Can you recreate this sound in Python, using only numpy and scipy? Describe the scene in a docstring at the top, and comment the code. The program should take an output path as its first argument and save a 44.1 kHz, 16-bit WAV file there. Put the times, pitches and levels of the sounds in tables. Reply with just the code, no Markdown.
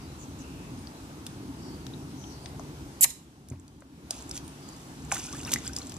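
"""A low distant rumble and faint birds fill a yard; then a small dog steps about and paws at shallow
water in a plastic pool. Paws slap the surface, trapped air rings as bubbles and spray falls back.
Halfway, air forced through a wet gap makes a sharp, kiss-like squeak right by the microphone; the
yard echoes it and the recorder's gain control stays down for a second. The splashing then grows busier."""
import sys
import numpy as np
from scipy import signal
from scipy.fft import rfft, irfft
from scipy.io import wavfile
from scipy.ndimage import uniform_filter1d, minimum_filter1d

SR = 44100
rng = np.random.default_rng(int(sys.argv[2]) if len(sys.argv) > 2 else 0)


def inscribe(sig):
    """Save sig as 16-bit PCM at rate SR to the path in sys.argv[1].

    A 1-D sig is mono; a 2-D sig holds one channel per row.
    Samples are clipped to [-1, 1] before scaling.
    """
    pcm = np.round(np.clip(np.atleast_2d(sig).T, -1, 1) * 32767)
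    wavfile.write(sys.argv[1], SR, pcm.astype(np.int16))


N = 263718
TIME = np.arange(N) / SR
SQUEAK_START_S, SQUEAK_OPEN_S = 3.0088, 3.0395  # the gap starts to whistle, then springs open

# balance of far sounds at the two microphone ports: frequency_hz, left_minus_right_db
YARD_SIDE = [(60, 1), (200, -0.5), (400, 2), (1300, 1), (2400, 0.5), (4400, 1), (6000, 6), (7500, -6.5),
             (10000, -6), (14000, -2.5)]
# balance of the water and the echoes: frequency_hz, left_minus_right_db
POOL_SIDE = [(500, -0.5), (3000, -1.5), (5800, 4), (7500, -10.5), (11000, -16), (14000, -9.5)]


def amp(db):
    """Decibels to amplitude ratio."""
    return 10 ** (np.asarray(db) / 20)


def unit(x):
    """Normalisation to rms 1."""
    return x / np.sqrt(np.mean(x ** 2) + 1e-20)


def flutter(samples):
    """A moving average turns white noise into a slower fluctuation of rms 1."""
    return unit(uniform_filter1d(rng.standard_normal(N), size=samples))


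def spectrum_at(points, hz):
    """Interpolation of a spectrum table on a log-frequency axis."""
    frequency, value = np.transpose(points)
    return np.interp(np.log(hz + 1), np.log(frequency + 1), value)


def curve(points):
    """Linear interpolation of a time table at every sample."""
    return np.interp(TIME, *np.transpose(sorted(points)))


def surge(peak_s, build_s, settle_s):
    """Exponential growth to 1 at peak_s, then exponential decay."""
    t = TIME - peak_s
    return np.exp(-np.minimum(abs(t) / np.where(t < 0, build_s, settle_s), 40))


def colour(x, points):
    """Zero-phase filtering by a table of frequency_hz, gain_db."""
    return irfft(rfft(x) * amp(spectrum_at(points, np.fft.rfftfreq(N, 1 / SR))), N)


def ports(x, side):
    """A level difference, split evenly between the two microphone ports, gives direction."""
    left, right = np.broadcast_to(x, (2, N))
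    return np.array([colour(left, [(hz, db / 2) for hz, db in side]),
                     colour(right, [(hz, -db / 2) for hz, db in side])])


def add(mix, start_s, sound):
    """Superposition of a sound on the mix."""
    part = mix[max(round(start_s * SR), 0):][:len(sound)]
    part += sound[:len(part)]


def resonate(x, hz, width_hz):
    """Two resonators in cascade, each width_hz wide, pass a band that follows the curve hz."""
    phasor = np.exp(2j * np.pi * np.cumsum(hz) / SR)
    pole = np.exp(-np.pi * width_hz / SR)
    for _ in range(2):
        x = 2 * (phasor * signal.lfilter([1 - pole], [1, -pole], x / phasor + 1e-18)).real
    return x


def ring(hz, decay_s, rise_oct_per_s=0):
    """Free vibration of a damped oscillator whose pitch may glide."""
    t = np.arange(int(6 * decay_s * SR) + 2) / SR
    phase = 2 * np.pi * np.cumsum(hz * 2 ** (rise_oct_per_s * t)) / SR
    return np.sqrt(2) * np.sin(phase) * np.exp(-t / decay_s)


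def yard(level_db=-41.5, haze_db=-0.1, patchy_db=1.23, left_lag_s=0.00026):
    """Far rumble and airy haze: long waves reach both ports coherently, short ones independently."""
    # background spectrum: frequency_hz, density_db
    background = [(22, -35), (40, -9.5), (62, 0.5), (100, -0.5), (140, 1.5), (195, -2), (275, 0),
                  (400, -8.5), (550, -16.5), (880, -13.5), (1900, -24.5), (6000, -26.5), (10000, -32),
                  (14500, -38.5)]
    # likeness of the two ports: frequency_hz, coherence
    coherences = [(100, .985), (290, .985), (640, 1), (1400, 0.32), (3000, 0), (7000, 0)]
    # humps in the rumble: centre_hz, width_hz, gain_db
    drones = [(73.5, 5.8, 4), (140.8, 9.4, 2.5), (268.3, 16.4, 3.5), (317, 33, 2.5)]
    # slow swell of the rumble: time_s, gain_db
    swell = [(.35, -0.5), (.65, 1), (1, -3), (2.05, 2.5), (2.3, -2.5), (2.7, .5), (3, -3.5), (3.2, 0),
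             (3.8, 1.5), (4.3, -3.5), (5.3, -2), (5.55, 3.5), (5.8, -1)]
    frames, hz = N // 512 + 5, np.fft.rfftfreq(2048, 1 / SR)
    left_re, left_im, own_re, own_im, patches = rng.standard_normal((5, frames, len(hz)))
    patches = unit(uniform_filter1d(uniform_filter1d(patches, size=8, axis=0), size=16, axis=1))
    coherence = spectrum_at(coherences, hz)
    left = left_re + 1j * left_im
    right = coherence * left + np.sqrt(1 - coherence ** 2) * (own_re + 1j * own_im)
    right *= np.exp(2j * np.pi * hz * left_lag_s)
    spectra = np.array([left, right]) * amp(patchy_db * patches)
    noise = signal.istft(spectra.transpose(0, 2, 1), nperseg=2048, noverlap=1536)[1][:, :N]
    fine_hz = np.fft.rfftfreq(N, 1 / SR)
    humps_db = sum(db * np.exp(-((fine_hz - centre) / width) ** 2) for centre, width, db in drones)
    air = irfft(rfft(noise) * amp(spectrum_at(background, fine_hz) + humps_db), N)
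    air = unit(ports(air, YARD_SIDE))
    rumble = signal.sosfiltfilt(signal.butter(2, 480, fs=SR, output="sos"), air)
    return amp(level_db) * (amp(curve(swell)) * rumble + amp(haze_db) * (air - rumble))


def birds(blur_hz=200, blur_per_glide=0.83):
    """Thin whistles smeared by distance: narrow-band noise, broader the further it glides."""
    # bird calls: start_s, length_s, level_db, start_hz, end_hz
    calls = [(0, 0.092, -63, 4800, 4670), (.05, 0.14, -66, 4020, 4020), (0.178, 0.086, -54, 7200, 6100),
             (0.375, 0.063, -55.5, 7400, 5530), (0.298, 0.5, -62, 2850, 2480),
             (0.763, 0.086, -63, 8850, 8850), (0.92, 0.084, -64, 4000, 4100), (1.581, .22, -59, 4830, 4470),
             (1.605, .12, -63, 5500, 5550), (2.139, 0.26, -57, 6300, 5500), (2.253, .28, -60.5, 4300, 4900),
             (2.416, 0.091, -61.5, 8600, 8900), (4.428, 0.1, -61.5, 8900, 8850),
             (4.58, 0.23, -61, 4800, 4800)]
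    out = np.zeros(N)
    for start_s, length_s, db, start_hz, end_hz in calls:
        hz = np.linspace(start_hz, end_hz, int(length_s * SR))
        width_hz = blur_hz + blur_per_glide * abs(end_hz - start_hz)
        call = resonate(rng.standard_normal(SR)[:len(hz)], hz, width_hz)
        add(out, start_s, amp(db) * unit(call * signal.windows.tukey(len(hz), 0.6)))
    return out


def slaps(decay_s=0.0024, lead_db=-17, lead_s=0.0025, grain_db=3):
    """Each impact radiates a grainy burst of band noise, led by a brief swish as the surface parts."""
    # paws and drops hitting the water: time_s, level_db, centre_hz, width_octaves
    impacts = [(.872, -41, 4600, 0.22), (1.266, -31.5, 5130, 1.05), (1.867, -38.5, 3680, 2.1),
               (2.459, -37, 3140, 1), (2.595, -40, 1190, .25), (2.596, -43.5, 6200, 0.25),
               (3.487, -33, 8060, 1.3), (3.501, -30, 7360, 0.22), (3.598, -36.5, 7360, 0.22),
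               (3.680, -37.5, 5930, 0.63), (3.806, -40, 7700, 0.28), (3.822, -35, 1180, 1),
               (4.108, -17.5, 6150, 0.6), (4.294, -35, 7000, 0.39), (4.312, -32, 6460, 0.49),
               (4.346, -42, 7000, 0.22), (4.376, -31, 4900, 1), (4.479, -41, 6000, .83),
               (5.117, -21.5, 2000, 0.45), (5.117, -31, 8500, 0.24), (5.122, -18.5, 7070, 0.32),
               (5.145, -27.5, 8000, .41), (5.328, -34, 6170, .49), (5.450, -43, 5640, .25),
               (5.471, -38, 8500, .45), (5.518, -24, 5470, 1), (5.522, -25.5, 7640, .73),
               (5.534, -22, 3500, 1.3), (5.5374, -14.5, 6800, 0.65), (5.559, -35, 5900, 0.75),
               (5.733, -38, 6600, .61), (5.765, -25.5, 6660, 0.51), (5.786, -29, 6350, .38),
               (5.896, -34.5, 6840, 0.54), (5.920, -36, 3500, 3.3)]
    out = np.zeros(N)
    t, hz = np.arange(-512, 3584) / SR, np.fft.rfftfreq(4096, 1 / SR) + 1
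    fade = np.where(t < 0, amp(lead_db) * np.exp(-abs(t) / lead_s), np.exp(-abs(t) / decay_s))
    fade = uniform_filter1d(fade, size=24)
    for time_s, db, centre_hz, octaves in impacts:
        band = 1 / (1 + (np.log2(hz / centre_hz) / octaves) ** 2 / 2) ** 2
        noise = irfft(band * np.exp(2j * np.pi * rng.random(len(hz))))
        grain = amp(grain_db * unit(uniform_filter1d(rng.standard_normal(len(t)), size=40)))
        add(out, time_s + t[0], amp(db) * unit(noise * grain * fade) * np.sqrt(np.mean(fade ** 2)))
    return out


def bubbles(reference_hz=5000):
    """Trapped air rings as a spring against the water; larger bubbles last longer and climb faster."""
    # single bubbles nearing the surface: start_s, level_db, pitch_hz
    trapped_air = [(0.872, -43, 4770), (1.267, -43, 3510), (1.937, -46.5, 3770), (2.241, -48, 3120),
                   (4.224, -40, 7200), (4.312, -30, 5320), (4.689, -41, 7170), (5.050, -40, 7200),
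                   (5.167, -40.5, 1420), (5.252, -37, 5300), (5.282, -44.5, 1410), (5.333, -39, 1120),
                   (5.351, -44.5, 1660), (5.402, -41.5, 2770), (5.450, -36, 5550), (5.478, -33, 2680),
                   (5.539, -25.5, 5900), (5.56, -29, 1960), (5.586, -31.5, 6940), (5.667, -35, 5000),
                   (5.678, -26, 7250), (5.695, -45.5, 1470), (5.733, -34.5, 5600), (5.764, -29, 5060),
                   (5.817, -38, 4170), (5.87, -36.5, 7440), (5.942, -35, 7350), (5.967, -36, 7250)]
    out = np.zeros(N)
    for start_s, db, hz in trapped_air:
        size = reference_hz / hz  # radius is inversely proportional to pitch
        tone = ring(hz, decay_s=0.0028 * size ** 0.76, rise_oct_per_s=3.95 * size ** 0.73)
        add(out, start_s, amp(db) * tone)
    return out


def plops(attack_s=0.0012):
    """The air pocket closing behind a plunging paw resonates briefly, falling in pitch."""
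    # air pockets: start_s, level_db, start_hz
    pockets = [(2.595, -34.5, 760), (3.534, -35, 705), (3.821, -32.5, 675), (4.108, -31.5, 750),
               (5.122, -20, 925)]
    out = np.zeros(N)
    for start_s, db, hz in pockets:
        tone = ring(hz, decay_s=0.0039, rise_oct_per_s=-43)
        add(out, start_s, amp(db) * tone * (1 - np.exp(-TIME[:len(tone)] / attack_s)))
    return out


def pool_walls(x, scatter_db=-11, decay_s=0.0037):
    """Early reflections: the rim and water surface scatter each sound for a few milliseconds."""
    # direction of the splashing as the dog moves about: time_s, left_minus_right_db
    place = [(1.3, 4), (1.9, 15), (3, 6.5), (4.3, 2), (5.8, 3), (5.98, 10.5)]
    t = np.arange(1024) / SR
    scatter = rng.standard_normal((2, len(t))) * np.exp(-t / decay_s) * (t > 0.0007)
    scatter /= np.linalg.norm(scatter, axis=1, keepdims=True)
    direct = np.array([np.roll(x, 2), x])  # the left port hears it slightly later
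    heard = direct + amp(scatter_db) * signal.oaconvolve(x[None], scatter, axes=1)[:, :N]
    side_db = curve(place)
    return ports(heard, POOL_SIDE) * amp([side_db / 2, -side_db / 2])


def echoes(x, tail_db, wall_db, wall_delay_s=0.066, smear_s=0.0011):
    """Thin outdoor reverberation and one smeared reflection from a far wall."""
    # time the yard takes to decay by 60 dB: frequency_hz, decay_s
    reverberation = [(300, 0.16), (2000, 0.46), (7000, 0.4), (14000, 0.3)]
    hz, t, spectra = signal.stft(rng.standard_normal((2, SR // 2)), SR, nperseg=256)
    decay = amp(-60 * t / spectrum_at(reverberation, hz)[:, None])
    tail = signal.istft(spectra * decay, SR, nperseg=256)[1]
    late_s = np.arange(tail.shape[1]) / SR - wall_delay_s
    wall = rng.standard_normal(tail.shape) * np.exp(-abs(late_s) / smear_s)
    response = amp(tail_db) * tail / np.linalg.norm(tail[0])
    response += amp(wall_db) * wall / np.linalg.norm(wall[0])
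    heard = ports(signal.fftconvolve(x.mean(0)[None], response, axes=1)[:, :N], POOL_SIDE)
    return colour(heard, [(1000, 4), (2000, -1), (4000, 2.5), (7500, -5.5), (14000, -10.5)])


def gap_whistle(level_db=-10.5, swell_db_per_s=130.5, release_s=0.0015, jitter=0.012):
    """Airflow through a tight wet gap sustains an oscillation that swells until the gap opens."""
    # the fundamental, heard only through its overtones: time_s, pitch_hz
    pitch = [(3.0095, 3720), (3.013, 3480), (3.016, 3936), (3.021, 3980), (3.026, 3700), (3.035, 3810)]
    # overtones: harmonic_number, left_db, right_db
    partials = [(2, -7.5, -12), (3, -15.5, 0), (4, -21.5, -3)]
    phase = 2 * np.pi * np.cumsum(curve(pitch) * (1 + jitter * flutter(12))) / SR
    tone = np.sqrt(2) * sum(amp([[left], [right]]) * np.sin(k * phase) for k, left, right in partials)
    t = TIME - SQUEAK_OPEN_S
    return tone * amp(level_db + swell_db_per_s * np.minimum(t, 0)) * np.exp(-np.maximum(t, 0) / release_s)


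def gap_rasp(level_db=0.5, crackle_db=2.0):
    """The whistle breaks into a rasp: noise that crackles by random amplitude modulation."""
    # spectrum of the rasp: frequency_hz, level_db
    timbre = [(300, -52.5), (900, -34), (1900, -21.5), (3000, -8), (5200, -11), (7500, -5.5), (9000, -2),
              (11500, -6), (14500, -10)]
    # its balance: frequency_hz, left_minus_right_db
    side = [(1000, -0.5), (3000, -2), (5000, 4), (7500, 14), (10500, -14), (14000, -14.5)]
    crackle = amp(crackle_db * flutter(24)) * rng.standard_normal((2, N))
    rasp = unit(ports(colour(crackle, timbre), side))
    return amp(level_db) * rasp * surge(SQUEAK_OPEN_S, build_s=0.0096, settle_s=0.0055)


def cavity_pop(level_db=0.5, shut_hz=7340, open_hz=600, opening_s=0.0047):
    """As the cavity opens, its resonance drops from the shut to the open pitch."""
    opened_s = np.maximum(TIME - SQUEAK_OPEN_S, 0)
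    cavity_hz = open_hz + (shut_hz - open_hz) * np.exp(-opened_s / opening_s)
    pop = unit(resonate(rng.standard_normal((2, N)), cavity_hz, width_hz=1300))
    pop *= amp(level_db) * surge(SQUEAK_OPEN_S, build_s=0.0031, settle_s=0.0032)
    return ports(pop, [(2000, 0.0011), (7000, 1)])


def hollow_puff(level_db=-29, centre_hz=1000, length_s=0.032, lead_s=0.007):
    """The release leaves a puff of air, coloured by a heavily damped resonance."""
    arch = np.sin(np.pi * np.clip((TIME - SQUEAK_OPEN_S + lead_s) / length_s, 0, 1))
    air = unit(resonate(rng.standard_normal(N), np.full(N, centre_hz), width_hz=2100))
    return amp(level_db) * arch * air


def squeak(attack_s=0.0011):
    """Whistle, rasp, pop and puff superpose into one kiss-like squeak."""
    # colour of a source so near the microphone: frequency_hz, gain_db
    near_field = [(300, -25), (430, -14), (550, 2), (690, -8), (850, 0), (1150, 0), (1450, -20), (1750, 4),
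                  (2100, 6), (2600, -2), (3700, -5.5), (5300, -2), (7500, 2), (10000, 0)]
    onset = np.clip((TIME - SQUEAK_START_S) / attack_s, 0, 1)
    return colour(onset * (gap_whistle() + gap_rasp() + cavity_pop() + hollow_puff()), near_field)


def floor_thump(band_hz=(70, 900)):
    """A paw excites the modes of the plastic floor, which is too small to radiate deep bass."""
    # a paw landing: start_s, level_db
    landings = [(3.514, -19.5)]
    # the floor's modes: pitch_hz, level_db, decay_s
    modes = [(88.6, -10, 0.076), (126, 0, 0.012), (244, -8.5, 0.015), (361, -19.5, 0.019)]
    out = np.zeros(N)
    for start_s, db in landings:
        for hz, mode_db, decay_s in modes:
            add(out, start_s, amp(db + mode_db) * ring(hz, decay_s))
    return signal.sosfilt(signal.butter(3, band_hz, "bandpass", fs=SR, output="sos"), out)


def bubble_swarm(low_hz, high_hz, per_s, decay_cycles, spread_db, sizes=30):
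    """Bubbles of many sizes resonate at random instants, a few much louder than the rest."""
    out = np.zeros(N)
    for hz in np.geomspace(low_hz, high_hz, sizes):
        strength = amp(spread_db * np.minimum(rng.exponential(1, N), 4))
        births = rng.random(N) < per_s / sizes / SR
        tone = ring(hz, decay_cycles / hz, hz / decay_cycles / 40)
        out += signal.oaconvolve(strength * births, tone)[:N] * np.sqrt(hz)
    return unit(out)


def stirred_water(fizz=0.86, froth=0.6, clump_db=1.5, churn_settle_share=0.64):
    """Spray patters back in clumps and larger bubbles churn round the legs; strokes add in power."""
    # a leg sweeping through the water: peak_s, spray_db, churn_db, build_s, settle_s
    strokes = [(3.52, -62, -42, 0.0032, 0.036), (4.125, -43.5, -51, 0.0059, 0.071),
               (4.366, -38.5, -54, 0.022, 0.014), (4.75, -59, -79, 0.19, 0.44),
               (5.14, -34.5, -39, 0.017, 0.079), (5.35, -45, -51.5, 0.1, 0.21),
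               (5.48, -58, -42.5, 0.026, 0.054), (5.537, -34.5, -40, 0.033, 0.018),
               (5.667, -39.5, -50, 0.037, 0.018), (5.775, -47, -55, 0.036, 0.13)]
    # colour of the spray: frequency_hz, gain_db
    spray_colour = [(1000, -50), (2500, -5), (4500, -6), (7000, 3), (10500, -8.5), (14000, -19)]
    # colour of the churning: frequency_hz, gain_db
    churn_colour = [(250, -11), (600, -5.5), (1300, -1), (2200, -5), (4000, -7.5)]
    spray_power, churn_power = np.zeros((2, N))
    for peak_s, spray_db, churn_db, build_s, settle_s in strokes:
        spray_power += (amp(spray_db) * surge(peak_s, build_s, settle_s)) ** 2
        churn_power += (amp(churn_db) * surge(peak_s, build_s, settle_s * churn_settle_share)) ** 2
    clumps = amp(clump_db * flutter(300))
    spray = bubble_swarm(2300, 12920, per_s=1000, decay_cycles=2.0, spread_db=3)
    spray = unit(colour(clumps * (spray + fizz * rng.standard_normal(N)), spray_colour))
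    churn = bubble_swarm(443, 3700, per_s=710, decay_cycles=6.7, spread_db=3.5)
    churn = unit(colour(churn + froth * rng.standard_normal(N), churn_colour))
    return np.sqrt(spray_power) * spray + np.sqrt(churn_power) * churn


def scene(waver_db=2.5):
    """Superposition of the yard and its birds, the water, the squeak and their echoes."""
    impacts = slaps()
    ringing = (bubbles() + plops()) * amp(waver_db * flutter(80))  # wavers as water moves over it
    water = pool_walls(impacts + ringing + stirred_water())
    kiss = squeak()
    far = yard() + ports(np.array([birds(), birds()]), YARD_SIDE)
    reflections = echoes(water, tail_db=-12.5, wall_db=-44) + echoes(kiss, tail_db=-14.5, wall_db=-21.5)
    return far + water + kiss + floor_thump() + reflections


def gain_control(x, threshold_db=-17, depth_db=11, hold_s=0.84, recovery_s=0.3, sink_s=0.32):
    """Automatic gain control drops on a loud sound, sinks further, holds, then recovers."""
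    power_db = 10 * np.log10(abs(uniform_filter1d((x ** 2).mean(0), size=300)) + 1e-12)
    over_db = np.clip(2 * (power_db - threshold_db), 0, depth_db)
    half_hold = int(hold_s * SR / 2)
    held_db = -minimum_filter1d(-over_db, 2 * half_hold + 1, origin=half_hold, mode="constant")
    sunk_db = signal.lfilter([1 / (sink_s * SR)], [1, 1 / (sink_s * SR) - 1], held_db)
    cut_db = np.minimum(held_db, 0.57 * held_db + sunk_db / 2)  # an instant share plus a slow one
    recovery_db = TIME * depth_db / recovery_s  # this slope caps how fast the gain returns
    return x / amp(np.maximum.accumulate(cut_db + recovery_db) - recovery_db)


def limit(x, ceiling=0.97):
    """A look-ahead limiter dips smoothly round any peak above the ceiling."""
    gain = np.minimum(1, ceiling / (abs(x).max(0) + 1e-9))
    return x * uniform_filter1d(minimum_filter1d(gain, size=121), size=121)


def record(dry, edge_hz=14900):
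    """The recorder compresses the dynamic range, then limits the bandwidth."""
    lowpass = signal.firwin(401, edge_hz, window=("kaiser", 9), fs=SR)
    return signal.oaconvolve(limit(gain_control(dry)), lowpass[None], "same")


dry = scene()
out = record(dry)
inscribe(out)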